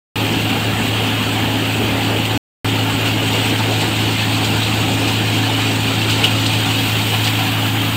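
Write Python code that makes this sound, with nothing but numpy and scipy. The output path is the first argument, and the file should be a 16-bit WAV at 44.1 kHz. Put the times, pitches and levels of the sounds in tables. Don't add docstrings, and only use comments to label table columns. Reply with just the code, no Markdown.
import sys
import numpy as np
from scipy import signal
from scipy.fft import rfft, irfft
from scipy.io import wavfile
from scipy.ndimage import map_coordinates

SR = 44100
rng = np.random.default_rng(int(sys.argv[2]) if len(sys.argv) > 2 else 0)


def put_to_file(sound):
    columns = np.atleast_2d(sound).T
    safe = np.clip(columns, -1, 1)
    whole_steps = np.round(safe * 32767)
    wavfile.write(sys.argv[1], SR, whole_steps.astype(np.int16))


N = 351036
T = np.arange(N) / SR
CRANK_HZ, CREEP_HZ_PER_S, DRUM_PER_CRANK = 27.19, .018, 9.8 / 27.28


def amp(db):
    return 10 ** (np.asarray(db) / 20)


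def unit(x):
    return x / np.sqrt(np.mean(x ** 2) + 1e-20)


def colour(x, spectrum):
    hz, db = np.transpose(spectrum)
    f = np.fft.rfftfreq(N, 1 / SR)
    gain = amp(np.interp(np.log(f + 1), np.log(hz), db))
    return unit(irfft(rfft(x) * gain, N))


def wander(rate_hz):
    steps = np.arange(0, N / SR + 1, 1 / 500)
    f = np.fft.rfftfreq(len(steps), steps[1])
    spectrum = rfft(rng.standard_normal(len(steps))) / (1 + (f / rate_hz) ** 4)
    return unit(np.interp(T, steps, irfft(spectrum, len(steps))))


def move(middle_s, taken_s):
    return .5 + .5 * np.sin(np.pi * np.clip((T - middle_s) / taken_s, -.5, .5))


def swells(rows):
    return sum(db * np.exp(-((T - time_s) / half_s) ** 2) for time_s, db, half_s in rows)


def shaft_tones(turns, orders, waver, waver_hz):
    out = np.zeros(N)
    for order, db in orders:
        flutter = waver * order * wander(waver_hz)
        tone = np.cos(2 * np.pi * (order * turns + rng.random()))
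        out += np.sqrt(2) * amp(db) * (1 + flutter) * tone
    return out


def resonances(x, modes):
    out = np.zeros(N)
    for hz, width_hz, db in modes:
        radius = np.exp(-np.pi * width_hz / SR)
        pole = radius * np.exp(2j * np.pi * hz / SR)
        out += amp(db) * 2 * signal.lfilter([1 - radius], [1, -pole], x + 1e-18).real
    return out


def blows(per_s, spread_db):
    size = amp(spread_db * np.minimum(rng.exponential(1, N), 4))
    sign = rng.choice([-1, 1], N)
    return size * sign * (rng.random(N) < per_s / SR)


def impacts(per_s, spread_db, ring_s, panels=20):
    t = np.arange(1024) / SR
    hits, panel_of = blows(per_s, spread_db), rng.integers(0, panels, N)
    out = np.zeros(N)
    for k in range(panels):
        ring = rng.standard_normal(len(t)) * np.exp(-t / ring_s)
        out += signal.oaconvolve(hits * (panel_of == k), unit(ring))[:N]
    return unit(out)


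def patchy(x, depth_db, width_hz, length_s):
    hz, t, spectra = signal.stft(x, SR, nperseg=512, noverlap=384)
    field = rng.standard_normal((600, 1200))
    where = np.meshgrid(hz / width_hz, t / length_s, indexing="ij")
    flares = unit(map_coordinates(field, where, order=1, mode="wrap"))
    return signal.istft(spectra * amp(depth_db * flares), SR, nperseg=512, noverlap=384)[1][:N]


# (order [x crank speed], level [dB])
EXHAUST_TONES = [(2, -52.5), (3.5, -42), (4, -22), (5, -42), (5.5, -43.5), (6, -34), (7.5, -45), (8, -37),
                 (8.5, -51.5), (9, -54.5), (9.5, -43), (10, -30), (11, -38), (12, -38.5), (14, -51),
                 (16, -46), (18, -49)]


def diesel(crank_turns, near):
    level_db = -1.37 + 2.5 * near + .25 * wander(1.5)
    return amp(level_db) * shaft_tones(crank_turns, EXHAUST_TONES, waver=.027, waver_hz=6.8)


# (order [x drum speed], level [dB])
DRUM_TONES = [(1, -46.5), (4, -57), (8, -42), (12, -45.5), (16, -43), (20, -38), (24, -58), (28, -44.5),
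              (32, -46)]


def drum(drum_turns, away):
    level_db = .9 - 1.5 * away + 1.4 * wander(1.2)
    return amp(level_db) * shaft_tones(drum_turns, DRUM_TONES, waver=.0055, waver_hz=4)


# (frequency [Hz], level [dB])
CASING_SPECTRUM = [(20, -30), (45, -21.5), (70, -4), (100, -9), (150, -5.5), (210, 0.5), (260, 3),
                   (320, -0.5), (380, -16), (520, -28.5), (900, -59.5)]


def casing(crank_turns, beaters, near, away):
    angle = 2 * np.pi * crank_turns
    firing = amp(2.1 * np.cos(2 * angle) + .89 * np.cos(angle) + 1.3 * np.cos(angle / 2))
    level_db = -24.5 - 3.5 * near - 4.5 * away + 2.1 * wander(14)
    return amp(level_db) * colour(firing * beaters * rng.standard_normal(N), CASING_SPECTRUM)


# (frequency [Hz], level [dB])
DRAUGHT_SPECTRUM = [(200, -35), (310, -6.5), (380, 1.5), (450, -1.5), (560, -4), (660, -6.5), (850, -12),
                    (1500, -46)]
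# (time [s], swell [dB], half length [s])
FRAME_GAPS = [(2.15, 2.5, 0.56), (3.75, 2.5, .35)]


def draught(beaters, near, away):
    level_db = -29 - 1.5 * near - 4 * away + swells(FRAME_GAPS) + 2.46 * wander(15)
    return amp(level_db) * colour(beaters * rng.standard_normal(N), DRAUGHT_SPECTRUM)


# (frequency [Hz], bandwidth [Hz], level [dB])
DUCT_MODES = [(761.5, 40, 3.5), (810, 50, -1), (871, 40, 1), (983, 18, -7), (1064, 19, -10.5),
              (1372, 22, -0.5), (1427, 46, -6.5)]


def ducts():
    level_db = -30 + .3 * swells(FRAME_GAPS) + 1.9 * wander(14)
    return amp(level_db) * unit(resonances(rng.standard_normal(N), DUCT_MODES))


# (frequency [Hz], level [dB])
BLOWER_SPECTRUM = [(450, -23), (650, -5.5), (900, 2.5), (1100, -0.5), (1230, 1.5), (1500, -1), (1700, 2),
                   (1900, -1), (2250, 0.5), (2900, -17), (5000, -49)]


def blowers(near):
    gusts = patchy(rng.standard_normal(N), depth_db=2.5, width_hz=110.6, length_s=.035)
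    level_db = -28 + .33 * near + .5 * wander(25)
    return amp(level_db) * colour(gusts, BLOWER_SPECTRUM)


# (frequency [Hz], level [dB])
GRAIN_SPECTRUM = [(1200, -33), (1900, -16.5), (2250, -6.5), (2550, -1), (2700, -1.5), (2880, -3.5),
                  (3150, -0.5), (3400, -3), (4000, -15), (5000, -27.5), (8000, -44.5)]
# (frequency [Hz], bandwidth [Hz], level [dB])
STEEL_MODES = [(2445, 30, -1.5), (2595, 43, -8), (2740, 45, -2.5), (2827, 68, -1), (2923, 78, 0.5),
               (3187, 52, -4.5), (3696, 55, -8.5), (4140, 53, -16.5), (4470, 86, -22), (7000, 87, -14.5),
               (8040, 140, -12.5), (9330, 81, -21)]


def grain(load_db, feed, outlet):
    level_db = -26 + .93 * outlet + load_db
    kernels = impacts(per_s=3200, spread_db=2, ring_s=.0039)
    kernels = patchy(kernels, depth_db=2, width_hz=128.2, length_s=.035)
    patter = amp(level_db + .61 * feed) * colour(kernels, GRAIN_SPECTRUM)
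    ring = np.zeros(N)
    for mode in STEEL_MODES:
        ring += amp(2.4 * wander(7.3)) * resonances(blows(per_s=450, spread_db=1.5), [mode])
    return patter + amp(level_db - 3) * unit(ring)


# (frequency [Hz], level [dB])
STRAW_SPECTRUM = [(2500, -29.5), (3300, -2), (3900, 3), (4450, 0.6), (5150, -8), (5800, -10), (6400, -9.5),
                  (7150, -8), (7550, -6.5), (8000, -7.5), (8800, -8.5), (9300, -16.5), (9900, -25),
                  (15000, -36)]


def straw(load_db, feed, outlet, near):
    level_db = -32 + .6 * near + 3 * outlet + .7 * load_db + .62 * feed
    stalks = impacts(per_s=3000, spread_db=1, ring_s=.0041)
    stalks = patchy(stalks, depth_db=2, width_hz=220, length_s=.025)
    return amp(level_db) * colour(stalks, STRAW_SPECTRUM)


# (frequency [Hz], level [dB])
CHAFF_SPECTRUM = [(7000, -11.5), (10000, -8), (10800, -12.5), (11400, -6), (12200, -10), (13000, -2.5),
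                  (13600, -.5), (14600, 2), (15700, -5.5), (17000, -8.5)]


def chaff(load_db, feed):
    level_db = -37 + 3.7 * move(middle_s=6.7, taken_s=.35) + .6 * load_db + .55 * feed
    husks = impacts(per_s=7000, spread_db=2.7, ring_s=.0025)
    return amp(level_db) * colour(husks, CHAFF_SPECTRUM)


# (time [s], grain swell [dB], half length [s])
HEAVY_ARMFULS = [(.45, 0.5, 0.12), (3.39, 3, 0.14), (6.25, 0.5, .25), (6.9, 1, 0.54)]


def crop(near):
    outlet = move(middle_s=3.47, taken_s=.7) - move(middle_s=7.34, taken_s=.82)
    load_db, feed = swells(HEAVY_ARMFULS), wander(17)
    return grain(load_db, feed, outlet) + straw(load_db, feed, outlet, near) + chaff(load_db, feed)


# (time [s], level [dB], decay [s], relative straw level [dB])
CLUMP_HITS = [(.497, -24.5, .025, -12), (2.253, -21.5, .01, -12), (2.836, -35, .018, 0),
              (3.06, -24, 0.06, -8), (3.455, -24, 0.02, -8), (3.81, -23, 0.026, -2),
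              (4.445, -27, 0.026, 4.5), (5.08, -24, .013, 1), (6.105, -25.5, 0.056, 3),
              (6.241, -12, .02, -12.5), (6.462, -25.5, 0.017, 7.5), (6.534, -30, .02, 4),
              (7.245, -29, .025, 7.5), (7.275, -23, .013, -4)]


def clumps(rise_per_decay=.21, puff_db=-39, centre_hz=2850, db_per_octave=-15):
    knock, splash, puff = np.zeros((3, N))
    for time_s, db, decay_s, straw_db in CLUMP_HITS:
        shower = np.exp(-np.maximum((time_s - T) / rise_per_decay, T - time_s) / decay_s)
        knock += amp(db) * shower
        splash += amp(db + straw_db) * shower
        puff += amp(puff_db) * shower
    modes = [(hz, width_hz, db + db_per_octave * abs(np.log2(hz / centre_hz)))
             for hz, width_hz, db in STEEL_MODES]
    kernels = blows(per_s=8100, spread_db=1)
    clink = amp(1) * resonances(knock * kernels, modes) / np.std(resonances(kernels, modes))
    clatter = amp(-8.5) * knock * colour(kernels, GRAIN_SPECTRUM)
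    stalks = impacts(per_s=3000, spread_db=2.5, ring_s=.00085, panels=8)
    spray = splash * colour(stalks, STRAW_SPECTRUM) + puff * colour(stalks, CHAFF_SPECTRUM)
    return clink + clatter + spray


def scene():
    crank_turns = np.cumsum(CRANK_HZ + CREEP_HZ_PER_S * T) / SR
    drum_turns = crank_turns * DRUM_PER_CRANK
    beaters = amp(np.cos(2 * np.pi * 8 * drum_turns))
    near = move(middle_s=2.2, taken_s=1.9)
    away = move(middle_s=6.78, taken_s=1)
    mono = diesel(crank_turns, near) + drum(drum_turns, away)
    mono += casing(crank_turns, beaters, near, away)
    mono += draught(beaters, near, away) + ducts() + blowers(near)
    mono += crop(near) + clumps()
    return np.array([mono, mono])


# (start [s], end [s])
LIVE_SPANS = [(.1575, 2.3763), (2.6455, 9)]


def record(dry, cutoff_hz=15750):
    live = sum((T >= start_s) & (T < end_s) for start_s, end_s in LIVE_SPANS)
    lowpass = signal.firwin(511, cutoff_hz, window=("kaiser", 9), fs=SR)
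    return signal.oaconvolve(dry * live, lowpass[None], "same", axes=1)


dry = scene()
out = record(dry)
put_to_file(out)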